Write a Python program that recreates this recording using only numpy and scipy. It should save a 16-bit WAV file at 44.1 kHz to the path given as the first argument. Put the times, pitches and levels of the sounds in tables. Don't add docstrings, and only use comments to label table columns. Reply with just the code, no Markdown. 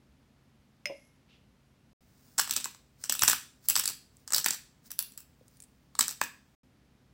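import sys
import numpy as np
from scipy import signal
from scipy.fft import rfft, irfft, next_fast_len
from scipy.io import wavfile
from scipy.ndimage import uniform_filter1d

SR = 44100
rng = np.random.default_rng(int(sys.argv[2]) if len(sys.argv) > 2 else 0)


def dump_mix(stems):
    frames = np.atleast_2d(stems).T
    limited = np.clip(frames, -1, 1)
    pcm = np.round(limited * 32767).astype(np.int16)
    wavfile.write(sys.argv[1], SR, pcm)


N = 314842
TIME = np.arange(N) / SR

# (time [s], crack level [dB], casing knock [dB re crack level])
CRACKS = [(2.381, -11.5, -25.5), (2.386, -8.5, -23.5), (2.394, -8.5, -18), (2.398, -8, -34.5),
          (2.475, -25, -16), (2.495, -20, -21), (2.509, -9, -34), (2.564, -8.5, -29.5), (2.643, -16, -32),
          (2.656, -19.5, -18), (2.747, -38.5, -16), (3.039, -17.5, -26.5), (3.096, -7.5, -26),
          (3.123, -11.5, -24), (3.151, -20.5, -19.5), (3.193, -14.5, -35.5), (3.221, -5.5, -20),
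          (3.234, -6, -18.5), (3.279, 0, -25.5), (3.284, -6.5, -22), (3.298, -6, -22.5),
          (3.31, -16.5, -17.5), (3.331, -14, -10.5), (3.686, -10, -33), (3.699, -5, -42.5),
          (3.755, -7, -27), (3.763, -6.5, -22), (3.796, -10, -26.5), (3.838, -17.5, -25.5),
          (3.856, -12, -30), (3.877, -10.5, -41), (4.277, -24.5, -25), (4.305, -23.5, -22.5),
          (4.322, -14, -25), (4.334, -7.5, -23.5), (4.346, -6, -29), (4.363, -12, -25.5),
          (4.381, -11, -26.5), (4.444, -11, -30), (4.461, -8.5, -14.5), (4.484, -12, -24),
          (4.507, -10, -28), (4.545, -30.5, -19.5), (4.905, -31.5, -22), (4.916, -27, -27),
          (4.99, -15, -29), (5.12, -39, -37), (5.176, -25.5, -32.5), (5.952, -29, -16),
          (5.991, -3.5, -23.5), (6.008, -5, -26.5), (6.081, -12.5, -27.5), (6.214, -12.5, -10)]
SPLINTER_WAIT_S, SPLINTER_MEAN_DELAY_S = 0.003, 0.007
SPLINTER_FIRST_DB, SPLINTER_LOSS_DB, SPLINTER_SCATTER_DB = -11, 6, 3
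SPLINTER_CASING_DB = -25.5


def breakages(count):
    rows = []
    for s, crack_db, casing_db in CRACKS:
        rows.append((s, crack_db, casing_db))
        gaps = SPLINTER_WAIT_S + SPLINTER_MEAN_DELAY_S * rng.exponential(size=count)
        times = s + np.cumsum(gaps)
        levels = crack_db + SPLINTER_FIRST_DB - SPLINTER_LOSS_DB * np.arange(count)
        levels = levels + SPLINTER_SCATTER_DB * rng.standard_normal(count)
        rows += [(t, db, SPLINTER_CASING_DB) for t, db in zip(times, levels)]
    return rows


# (frequency [Hz], width [Hz], gain [dB])
BURR_MODES = [(2840, 940, -14.5), (4200, 900, -8), (5365, 450, -3), (5915, 260, -2), (7810, 690, 0.5),
              (9600, 620, -14)]
CASING_MODES = [(228, 99, -16), (838.6, 410, -2), (1174, 563, 3), (1585, 594, 2.5)]
EDGE_MODES = [(10960, 2200, -4), (13600, 700, -1.5), (14900, 1400, -0.5)]
# (start [s], added gain of the lowest burr mode [dB], mean sharp edge [dB re break level])
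TWISTS = [(2.3, 3, -19.5), (3.0, 5.5, -19), (3.6, 0.5, -16.5), (4.2, -5, -20), (4.8, 3, -13.5),
          (5.9, -8, -22.5)]
BURR_DB, EDGE_SCATTER_DB = -12, 6


def peppercorns():
    s, level_db, casing_db = np.transpose(breakages(count=4))
    twists = np.array(TWISTS)
    _, lowest_mode_db, edge_db = twists[np.searchsorted(twists[:, 0], s) - 1].T
    breaks = fractures(len(s), snap_s=0.00029, crumble_s=0.002, crumble_db=-9.0)
    shares_db = 3 * rng.standard_normal((len(s), len(BURR_MODES), 1))
    shares_db[:, 0, 0] += lowest_mode_db
    struck = [(hz, width, db + shares_db[:, k]) for k, (hz, width, db) in enumerate(BURR_MODES)]
    edge_db = edge_db + EDGE_SCATTER_DB * rng.standard_normal(len(s))
    burr = at_level(high_pass(resonate(breaks, struck), hz=2360), level_db + BURR_DB)
    casing = at_level(low_pass(resonate(breaks, CASING_MODES), hz=2730), level_db + casing_db)
    edge = at_level(high_pass(resonate(breaks, EDGE_MODES), hz=9000), level_db + edge_db)
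    return place(s, burr + casing + edge)


def grit(linger_s, strain_s, strain_db, burr_db, casing_db, edge_db, rumble_db):
    s, level_db = np.transpose(CRACKS)[:2]
    energy = place(s, from_db(level_db)[:, None] ** 2)
    strain = linger(energy[::-1], strain_s)[::-1]
    load = np.sqrt(linger(energy, linger_s)) + from_db(strain_db) * np.sqrt(strain)
    crush = grains(per_s=940, spread_db=4.5)
    sound = from_db(rumble_db) * rms_one(resonate(crush, [(110, 280, 0)]))
    for modes, db in ((BURR_MODES, burr_db), (CASING_MODES, casing_db), (EDGE_MODES, edge_db)):
        sound = sound + from_db(db) * rms_one(resonate(crush, modes))
    return load * sound


# (time [s], peak level [dB])
CRUMBS = [(4.169, -42), (5.4812, -41.5), (5.5702, -48.5), (5.6027, -36.5), (5.622, -37), (5.6266, -42),
          (5.6374, -43.5)]
# (frequency [Hz], width [Hz], relative gain [dB])
CRUMB_MODES = [(5260, 900, -36.5), (8500, 1900, 22), (10300, 1500, -9), (14700, 6500, -15.5)]


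def crumbs():
    s, peak_db = np.transpose(CRUMBS)
    bursts = fractures(len(s), snap_s=0.00012, crumble_s=0.0023, crumble_db=-9)
    ticks = resonate(bursts, CRUMB_MODES)
    heights = from_db(peak_db) / np.abs(ticks).max(axis=1)
    return place(s, ticks * heights[:, None])


# (time [s], level [dB])
CLINKS = [(0.8566, -26.5), (0.8580, -37.5), (0.8708, -37.5)]
# (frequency [Hz], level [dB re touch], decay t60 [s])
SPOON_MODES = [(2153, -31.5, 0.8), (2134, 0, 0.029), (2230, -11.5, 0.018), (2380, 1.5, 0.017),
               (3300, -20, 0.04), (5230, -29, 0.27), (5140, -3.5, 0.057), (5800, -22, 0.051),
               (8770, -13.5, 0.029), (13800, -19, 0.046)]


def spoon(tick_db):
    s, db = np.transpose(CLINKS)
    touches = place(s, from_db(db)[:, None])
    rings = sum(from_db(level_db) * ring(touches, hz, t60) for hz, level_db, t60 in SPOON_MODES)
    crushed_salt = fractures(len(s), snap_s=0.00048, crumble_s=0.0017, crumble_db=-6)
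    ticks = at_level(resonate(crushed_salt, [(2470, 720, -1.5), (6170, 710, -2)]), db + tick_db)
    return high_pass(rings + place(s, ticks), hz=1610)


# (time [s], pitch [Hz], level [dB], decay t60 [s])
KNOCKS_AND_RING = [(0.857, 587, -46.5, 0.42), (0.8982, 556, -32.5, 0.17), (0.8995, 621, -41, 0.21),
                   (0.898, 327, -42, 0.049), (0.894, 1006, -51, 0.12), (2.387, 95, -36.5, 0.027),
                   (3.227, 86.5, -31, 0.053), (5.411, 500, -43, 0.017), (5.416, 127.6, -46, 0.079),
                   (6.0101, 3930, -12, 0.008), (6.2150, 1145, -5, 0.0051)]


def knocks_and_crack_ring(rough, rattle_hz):
    s, hz, db, t60 = np.transpose(KNOCKS_AND_RING)[:, :, None]
    t = np.arange(SR // 2) / SR
    noise = rng.standard_normal((len(s), len(t)))
    rattle = 1 + rough * rms_one(low_pass(noise, hz=rattle_hz))
    build_up = 1 - np.exp(-2 * hz * t)
    envelope = t60_decay(t, t60) * build_up
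    return place(s.ravel(), from_db(db) * np.sin(2 * np.pi * hz * t) * envelope * rattle)


# (time [s], level [dB], brightness [0-1])
SALT = [(0.86, -78, 1), (0.92, -71, 1), (1.05, -72, 0.98), (1.275, -88, 0.02), (1.295, -66, 0),
        (1.34, -65, 0), (1.48, -88, 0)]
# (frequency [Hz], width [Hz], relative gain [dB])
SALT_HEAP = [(2780, 690, 13), (4380, 3500, -2)]
SALT_ON_STEEL = [(5600, 980, 3.5), (11020, 330, 7)]


def salt():
    db, bright = in_time(SALT, outside=-np.inf)
    bright = np.clip(bright, 0, 1)
    flow = grains(per_s=2000, spread_db=-0.5)
    on_steel = bright * rms_one(resonate(flow, SALT_ON_STEEL))
    on_heap = (1 - bright) * rms_one(resonate(flow, SALT_HEAP))
    return from_db(db) * (on_steel + on_heap)


# (time [s], level [dB], swell and fade [s])
GRIPS = [(2.29, -63.5, 0.13), (3.023, -51.5, 0.015), (3.658, -49.5, 0.015), (4.2, -69, .05),
         (4.865, -50.5, 0.011), (5.56, -69, 0.081)]
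# (frequency [Hz], relative level [dB per Hz])
HANDS_COLOUR = [(300, -18.5), (1500, -4.5), (3000, -11.5), (5000, 0.5), (7000, -2), (9000, -3.5),
                (12500, -10), (15000, 1.5)]
HELD_FROM_S, HELD_TO_S, HELD_DB = 2.0, 6.55, -79


def hands():
    holding = from_db(HELD_DB) * ((TIME > HELD_FROM_S) & (TIME < HELD_TO_S))
    gripping = sum(from_db(db) * np.exp(-np.abs(TIME - s) / swell_s) for s, db, swell_s in GRIPS)
    rustle = grains(per_s=4000, spread_db=2.5)
    return (holding + gripping) * coloured(rustle, HANDS_COLOUR)


# (frequency [Hz], relative level [dB], decay t60 [s])
KITCHEN = [(149, 5, 0.38), (600, -5.5, 0.22), (1460, -7.5, 0.4), (2720, 5.5, 0.35), (4730, -4, 0.41),
           (7600, -8.5, 0.41), (10000, -4.5, 0.35), (11900, -1.5, 0.3), (15500, -6, 0.28)]


def kitchen(x, wet_db, build_s, echo_db, echoes_s, turns_per_s):
    t = np.arange(SR * 3 // 4) / SR
    early = rng.standard_normal((2, len(t))) * (rng.random((2, len(t))) < 2500 / SR)
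    echoes = from_db(echo_db) * rms_one(early) * np.exp(-t / echoes_s)
    wash = rng.standard_normal((2, len(t))) + echoes
    spectrum, bins = rfft(wash), np.arange(len(t) // 2 + 1) * SR / len(t)
    edges = np.geomspace(60, 20000, 22)
    paths = 0
    for low, high in zip(edges, edges[1:]):
        db, t60 = at_hz(KITCHEN, np.sqrt(low * high))
        band = irfft(spectrum * ((bins >= low) & (bins < high)), len(t))
        tail = band * t60_decay(t, t60) * (1 - np.exp(-t / build_s))
        paths = paths + from_db(db) * rms_one(tail) * np.sqrt(2 * (high - low) / SR / len(t))
    angle = 2 * np.pi * turns_per_s * TIME
    thrown = x * np.array([np.cos(angle), np.sin(angle)])
    return from_db(wet_db) * signal.fftconvolve(thrown, paths, axes=1).sum(axis=0)[:N]


# (frequency [Hz], relative level [dB per Hz])
AIR = [(20, -26), (60, -0.5), (100, -4.5), (140, -6.5), (230, -2.5), (330, -12.5), (450, -15.5),
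       (1000, -21), (2300, -24.5), (5000, -29.5), (8000, -35), (16000, -41)]
# (frequency [Hz], rms level [dB])
HUM = [(59.2, -80), (134.6, -72.5), (258.4, -79.5)]


def background(air_db):
    hum = 0
    for hz, db in HUM:
        hum = hum + from_db(db) * np.sqrt(2) * np.sin(2 * np.pi * (hz * TIME + rng.random()))
    return from_db(air_db) * coloured(rng.standard_normal(N), AIR) + hum


def fractures(count, snap_s, crumble_s, crumble_db):
    t = np.arange(SR // 64) / SR
    length = np.exp(0.3 * rng.standard_normal((count, 1)))
    snap = np.exp(-t / (snap_s * length))
    crumbling = from_db(crumble_db) * np.exp(-t / (crumble_s * length))
    swell = 1 - np.exp(-2 * t / snap_s)
    return rng.laplace(size=(count, len(t))) * (snap + crumbling) * swell


def grains(per_s, spread_db):
    sizes = from_db(spread_db * np.minimum(rng.exponential(1, N), 4)) * rng.choice([-1, 1], N)
    return rms_one(sizes * (rng.random(N) < per_s / SR))


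def resonate(x, modes):
    out = 0
    for k, (hz, width, db) in enumerate(modes):
        r = np.exp(-np.pi * width / SR)
        poles = [1, -2 * r * np.cos(2 * np.pi * hz / SR), r * r]
        band = (1 - r * r) / 2 * signal.lfilter([1, 0, -1], poles, x + 1e-18)
        out = out + (-1) ** k * from_db(db) * band
    return out


def ring(clicks, hz, t60):
    r, w = t60_decay(1 / SR, t60), 2 * np.pi * hz / SR
    return signal.lfilter([0, np.sin(w)], [1, -2 * r * np.cos(w), r * r], clicks + 1e-18)


def t60_decay(t, t60):
    return np.exp(-np.log(1000) * t / t60)


def linger(x, seconds):
    return signal.lfilter([1], [1, -np.exp(-1 / (seconds * SR))], x + 1e-18)


def coloured(x, spectrum):
    size = next_fast_len(N)
    db, = at_hz(spectrum, np.arange(size // 2 + 1) * SR / size)
    return rms_one(irfft(rfft(x, size) * from_db(db), size)[:N])


def high_pass(x, hz):
    return signal.sosfilt(signal.butter(2, hz, "high", fs=SR, output="sos"), x)


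def low_pass(x, hz):
    return signal.sosfilt(signal.butter(2, hz, "low", fs=SR, output="sos"), x)


def from_db(db):
    return 10 ** (np.asarray(db) / 20)


def rms_one(x):
    return x / np.sqrt(np.mean(x ** 2, axis=-1, keepdims=True) + 1e-20)


def at_level(sounds, db):
    head = sounds[:, :SR // 400]
    return sounds * (from_db(db) / np.sqrt(np.mean(head ** 2, axis=1)))[:, None]


def place(times, sounds):
    out = np.zeros(N + sounds.shape[1])
    for s, sound in zip(times, sounds):
        start = round(s * SR)
        out[start:start + len(sound)] += sound
    return out[:N]


def in_time(rows, outside):
    s, *columns = np.transpose(rows)
    return [np.interp(TIME, s, c, left=outside, right=outside) for c in columns]


def at_hz(rows, hz):
    points, *columns = np.transpose(rows)
    return [np.interp(np.log(np.maximum(hz, 1)), np.log(points), c) for c in columns]


def scene():
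    crushing = grit(linger_s=0.014, strain_s=0.00093, strain_db=2.5,
                    burr_db=-28.5, casing_db=-42.5, edge_db=-34.0, rumble_db=-50)
    mill = peppercorns() + crushing
    bowl = spoon(tick_db=-7.5) + knocks_and_crack_ring(rough=0.35, rattle_hz=149) + crumbs()
    room = kitchen(mill + from_db(-4.5) * bowl, wet_db=-4.0, build_s=0.0044,
                   echo_db=5.0, echoes_s=0.037, turns_per_s=1.7)
    return (mill + bowl + room + hands() + salt() + background(air_db=-65.5))[None, :]


# (start [s], end [s])
SILENCES = [(1.932, 2.007), (6.550, 6.633)]
PEAK_TOP, CUTOFF_HZ = 0.62, 15900


def record(dry):
    live = np.ones(N)
    for start, end in SILENCES:
        live[(TIME > start) & (TIME < end)] = 0
    rounded = PEAK_TOP * np.tanh(dry / PEAK_TOP)
    interrupted = rounded * uniform_filter1d(live, size=64)
    return signal.sosfilt(signal.ellip(12, 0.1, 80, CUTOFF_HZ, fs=SR, output="sos"), interrupted)


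dry = scene()
out = record(dry)
dump_mix(out)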